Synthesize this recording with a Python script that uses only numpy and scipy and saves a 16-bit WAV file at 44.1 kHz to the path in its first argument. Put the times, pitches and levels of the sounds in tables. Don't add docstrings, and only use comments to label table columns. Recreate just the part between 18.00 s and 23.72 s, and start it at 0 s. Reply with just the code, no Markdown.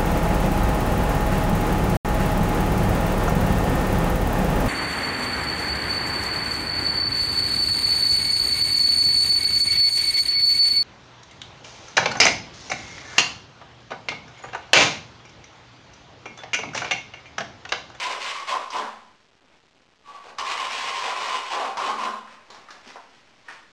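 import sys
import numpy as np
from scipy import signal
from scipy.fft import rfft, irfft
from scipy.io import wavfile
from scipy.ndimage import uniform_filter1d

SR = 44100
rng = np.random.default_rng(int(sys.argv[2]) if len(sys.argv) > 2 else 0)


def int16_out(signal):
    q = np.round(np.clip(np.atleast_2d(signal).T, -1, 1) * 32767)
    wavfile.write(sys.argv[1], SR, q.astype(np.int16))


N = 252252
TIME = np.arange(N) / SR


def gain_of(db):
    return 10 ** (np.asarray(db) / 20)


def unit_rms(x):
    return x / np.sqrt(np.mean(x ** 2) + 1e-20)


def curve_at(points, hz):
    freqs, values = np.transpose(points)
    return np.interp(np.log(hz + 1), np.log(freqs + 1), values)


def colour(x, eq, tilt_db=0, size=4096):
    hz = abs(np.fft.fftfreq(size, 1 / SR))
    log_gain = np.log(gain_of(curve_at(eq, hz) + tilt_db * np.log2(np.maximum(hz, 200))))
    taps = np.fft.ifft(np.exp(np.conj(signal.hilbert(log_gain)))).real
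    return unit_rms(signal.fftconvolve(x, taps[:size // 2])[:len(x)])


def resonate(x, hz, widths_hz):
    carrier = np.exp(2j * np.pi * np.cumsum(hz * np.ones(len(x))) / SR)
    for width in widths_hz:
        pole = np.exp(-np.pi * width / SR)
        x = (carrier * signal.lfilter([1 - pole], [1, -pole], x / carrier + 1e-18)).real
    return unit_rms(x)


def wander(rate_hz, size=8192):
    hz = np.arange(size // 2 + 1) * SR / N
    spectrum = rfft(rng.standard_normal(size)) * np.exp(-(hz / rate_hz) ** 2)
    return np.interp(TIME, np.linspace(0, N / SR, size), unit_rms(irfft(spectrum, size)))


def grains(per_s, spread_db):
    sizes = gain_of(spread_db * np.minimum(rng.exponential(1, N), 4))
    return unit_rms(sizes * rng.choice([-1, 1], N) * (rng.random(N) < per_s / SR))


# (frequency [Hz], level [dB])
HISS_EQ = [(25, -5), (100, -3.5), (180, 0.5), (270, 2.5), (500, -1), (1000, -6), (2000, -7.5), (3200, -7.5),
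           (5000, -11.5), (8000, -28)]
def hiss(db=-61.5):
    return gain_of(db) * colour(rng.standard_normal(N), HISS_EQ)


# (frequency [Hz], t60 [s])
ROOM_DECAY = [(100, 0.33), (250, 0.46), (600, 0.54), (1200, 0.61), (3000, 0.62), (6000, 0.58),
              (12000, 0.75)]
def room(x, direct_db=-2.5, tail_db=-2.13, tails=6, predelay_s=.004):
    out = gain_of(direct_db) * x
    sends = np.array([wander(12) for _ in range(tails)])
    for send in sends / np.linalg.norm(sends, axis=0):
        echoes = rng.choice([-1., 1.], SR) * (rng.random(SR) < 3500 / SR)
        hz, t, bands = signal.stft(echoes, SR, nperseg=256)
        decay = gain_of(-60 * t / curve_at(ROOM_DECAY, hz)[:, None])
        tail = signal.istft(bands * decay, SR, nperseg=256)[1]
        tail = np.r_[np.zeros(round(predelay_s * SR)), tail] / np.linalg.norm(tail)
        out += gain_of(tail_db) * signal.fftconvolve(x * send, tail)[:N]
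    return out


# (start [s], end [s], drive level [dB])
HARD_PRESSES = [(0.727, 0.845, -46.5), (3.63, 3.734, -54), (3.854, 4.105, -45)]
# (frequency [Hz], relative level [dB], t60 [s])
WALL_MODES = [(215, -2, 0.85), (236.5, -5.5, 0.78), (285, -6.5, 0.04), (356, -7, 0.1)]
def wall_drone():
    pressure = sum(gain_of(db) * ((TIME > start) & (TIME < end)) for start, end, db in HARD_PRESSES)
    pressure *= gain_of(1.4 * wander(25))
    drifting_time = np.cumsum(1 + 0.0051 * wander(3.9)) / SR
    out = np.zeros(N)
    for hz, db, t60 in WALL_MODES:
        pole = np.exp(-np.log(1000) / (t60 * SR))
        swell = signal.lfilter([1 - pole], [1, -pole], pressure)
        out += np.sqrt(2) * gain_of(db) * swell * np.sin(2 * np.pi * (hz * drifting_time + rng.random()))
    return out


# (frequency [Hz], level [dB])
RUSTLE_EQ = [(80, -26), (180, -6), (260, -4.5), (400, -3.5), (900, 5.5), (1500, 2), (2500, 1.5),
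             (4000, -4.5), (5700, -5), (8000, -25)]
# (peak time [s], length [s], level [dB], brightness [dB/octave])
RUSTLES = [(1.524, 0.1, -61, -1), (4.324, 0.11, -45.5, -0.5), (4.561, 0.16, -48, -2),
           (4.742, 0.17, -48.5, -1), (4.885, 0.096, -41.5, 2), (5.139, 0.098, -53.5, 4.5),
           (5.38, 0.72, -59.5, 1.5), (5.512, 0.091, -41.5, 0.5)]
def rustles():
    out = np.zeros(N)
    for peak, length, db, tilt_db in RUSTLES:
        swell = np.exp(-(2 * (TIME - peak) / length) ** 2)
        out += gain_of(db) * swell * colour(grains(per_s=2100, spread_db=4.5), RUSTLE_EQ, tilt_db)
    return out


# (frequency [Hz], level [dB])
TICK_EQ = [(200, -13.5), (1000, -2.5), (2000, -8.5), (3000, -1.5), (4000, 2), (4800, 2.5), (5700, 1.5),
           (7000, -12.5), (9000, -36.5)]
def hits(cues, damping, size=4410):
    out, t = np.zeros(N), np.arange(size) / SR
    decay = np.exp(-t / .011)
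    body = signal.butter(2, [300, 2600], "bandpass", fs=SR, output="sos")
    for start, db, hz, tick_db in cues:
        rattle = (t == 0) + .16 * rng.standard_normal(size) * decay
        ring = unit_rms(signal.sosfilt(body, resonate(rattle, hz, (damping * hz, 1350))))
        tick = colour(rng.standard_normal(size) * decay, TICK_EQ)
        hit = gain_of(db) * (ring + gain_of(tick_db) * tick)
        slot = out[round(start * SR):][:size]
        slot += hit[:len(slot)]
    return out


# (time [s], level [dB], ring pitch [Hz], tick relative to ring [dB])
HAND_KNOCKS = [(4.274, -53.5, 1504, -10.5), (4.502, -52, 950, 2.5), (4.546, -51, 1020, -2),
               (4.686, -50, 1305, -9), (4.706, -53, 1545, 5), (4.865, -55.5, 249, -2.5),
               (4.958, -45, 785, -17), (4.965, -50, 1314, -24), (5.484, -43, 1520, -17.5)]
def hand_knocks():
    return hits(HAND_KNOCKS, damping=0.39)


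# (time [s], level [dB], ring pitch [Hz], tick
# relative to ring [dB])
EDGE_CLACKS = [(0.703, -53, 1120, 9.5), (0.747, -40.5, 1060, -18.5), (0.781, -38.5, 990, -15.5),
               (.82, -41.5, 1437, -20), (2.385, -35.5, 1084, -1.5), (3.771, -35, 1020, -4.5),
               (4.082, -41, 1350, -25)]
def edge_clacks():
    return hits(EDGE_CLACKS, damping=.21)


def thud(start_s=2.384, db=-48, hz=55, decay_s=0.017):
    t = np.maximum(TIME - start_s, 0)
    return gain_of(db) * np.sin(2 * np.pi * hz * t) * np.exp(-t / decay_s)


# (peak time [s], length [s], pitch [Hz], level [dB])
SQUEAKS = [(2.085, 0.058, 1146, -43.5), (2.099, 0.05, 857, -48.5), (2.154, 0.04, 1157, -40),
           (2.252, 0.029, 1132, -45), (3.37, .13, 2860, -42)]
def squeaks():
    out = np.zeros(N)
    for peak, length, hz, db in SQUEAKS:
        cycles = np.cumsum(hz * (1 + 0.0121 * wander(89))) / SR
        swell = np.exp(-(2 * (TIME - peak) / length) ** 2)
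        out += gain_of(db) * swell * np.sqrt(2) * np.sin(2 * np.pi * cycles)
    return out


# (frequency [Hz], level [dB])
JUDDER_EQ = [(60, -57.5), (170, -43), (250, -9.5), (315, -17), (380, -4.5), (480, -3.5), (650, -3),
             (850, 3), (1000, -2), (1400, -4), (1700, -9.5), (3000, -37.5)]
def edge_judder(slips, note_hz):
    groan = resonate(grains(per_s=460, spread_db=2), note_hz, widths_hz=(150, 350))
    return gain_of(0.27) * colour(slips, JUDDER_EQ) + gain_of(-6) * groan


def blade_ring(drive, ring_hz, catch_db=2, catch_rate_hz=45):
    pitch = ring_hz * (1 + 0.019 * wander(35))
    ring = resonate(drive, pitch, widths_hz=(82, 420))
    power = abs(uniform_filter1d(ring ** 2, size=900))
    limited = unit_rms(ring / np.sqrt(power + 0.58))
    return limited * gain_of(catch_db * wander(catch_rate_hz) - 1.13)


# (frequency [Hz], level [dB])
GRIT_EQ = [(100, -24.5), (300, -22), (900, -2), (1400, -2), (1650, -2), (2100, 2), (3000, 0), (4000, -2.5),
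           (5400, -4), (7000, -14.5), (10000, -39.5)]
# (frequency [Hz], width [Hz], level relative to the sand [dB])
STEEL_MODES = [(2484, 53, -22.5), (2860, 82, -18.5)]
def sand_grit(sand):
    sheen = sum(gain_of(db) * resonate(sand, hz, (width, 1200)) for hz, width, db in STEEL_MODES)
    return gain_of(3) * (colour(sand, GRIT_EQ) + sheen)


def push_envelope(spans, levels_db, lag_s, attack_s, rise_db, release_s):
    power = np.zeros(N)
    for (start, length), db in zip(spans, levels_db):
        t = TIME - start - lag_s
        attack = np.sin(np.pi / 2 * np.clip(t / attack_s, 0, 1)) ** 2
        hold = gain_of(db + rise_db * (np.clip(t / length, 0, 1) - .5))
        release = np.exp(-np.maximum(t - length, 0) / release_s)
        power += (attack * hold * release) ** 2
    return np.sqrt(power)


# (start [s], length [s], grit fader [dB], ring fader [dB], judder fader [dB], ring [Hz], note [Hz])
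PUSHES = [(-.05, 0.094, -27.5, -34, -45.5, 1030, 580), (.035, .1, -32.5, -32, -36, 1006, 532),
          (0.189, 0.12, -30, -34.5, -45.5, 1100, 550), (0.318, 0.094, -38.5, -35, -47, 1073, 550),
          (0.458, 0.056, -28.5, -28.5, -34, 1084, 603), (0.499, 0.047, -37, -24.5, -34, 1066, 613),
          (0.709, 0.084, -33, -27, -31.5, 1009, 817), (2.042, 0.13, -51.5, -50, -50, 1100, 870),
          (2.21, .09, -49.5, -52.5, -46.5, 1043, 566), (2.373, 0.028, -31, -26.5, -36, 1060, 770),
          (2.434, 0.094, -29.5, -27, -37.5, 1086, 790), (2.551, 0.12, -32.5, -33.5, -38.5, 1053, 827),
          (2.682, 0.22, -31.5, -33.5, -40.5, 1068, 770), (2.92, 0.12, -32, -32.5, -40, 1084, 787),
          (3.01, 0.1, -31.5, -31.5, -34.5, 1016, 750), (3.142, 0.22, -31.5, -29, -36, 1046, 756),
          (3.391, 0.28, -38.5, -40.5, -44, 1022, 738), (3.487, 0.065, -31.5, -24.5, -29, 1063, 747),
          (3.556, 0.084, -43, -36.5, -29, 1033, 688), (3.758, 0.14, -33, -26.5, -30.5, 1064, 830),
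          (3.964, .1, -36, -28.5, -34, 1028, 745)]
def trowel():
    start, length, grit_db, ring_db, judder_db, ring_hz, note_hz = np.transpose(PUSHES)
    spans, middle = list(zip(start, length)), start + length / 2
    bumps = gain_of(0.66 * wander(40) - 1.01)
    sand = grains(per_s=4500, spread_db=2.5) * gain_of(1.4 * wander(155))
    slips = grains(per_s=700, spread_db=2)
    grit = sand_grit(sand)
    grit *= push_envelope(spans, grit_db, lag_s=0, attack_s=.0312, rise_db=.5, release_s=.0132)
    ring = blade_ring(slips + 0.94 * sand, np.interp(TIME, middle, ring_hz))
    ring *= push_envelope(spans, ring_db, lag_s=.011, attack_s=.021, rise_db=.69, release_s=.02)
    judder = edge_judder(slips, np.interp(TIME, middle, note_hz))
    judder *= push_envelope(spans, judder_db, lag_s=.018, attack_s=.031, rise_db=.75, release_s=.042)
    return bumps * (grit + ring + judder)


def scene():
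    bed = hiss()
    tool = trowel() + squeaks() + edge_clacks() + hand_knocks() + rustles()
    return (bed + room(tool) + wall_drone() + thud())[None]


def record(dry, converter_hz=11025, step=1 / 256, jitter_s=4.6e-6, smooth_hz=10600, edge_hz=12600):
    thin = signal.sosfilt(signal.butter(1, 20, "highpass", fs=SR, output="sos"), dry[0])
    clock = np.arange(0, N / SR, 1 / converter_hz)
    crushed = step * np.floor(np.interp(clock, TIME, thin) / step + .3)
    joined = np.interp(TIME + jitter_s * rng.standard_normal(N), clock, crushed)
    smooth = signal.sosfilt(signal.butter(4, smooth_hz, fs=SR, output="sos"), joined)
    band_limit = signal.firwin(201, edge_hz, window=("kaiser", 9), fs=SR)
    return signal.oaconvolve(smooth, band_limit, "same")[None]


dry = scene()
out = record(dry)
int16_out(out)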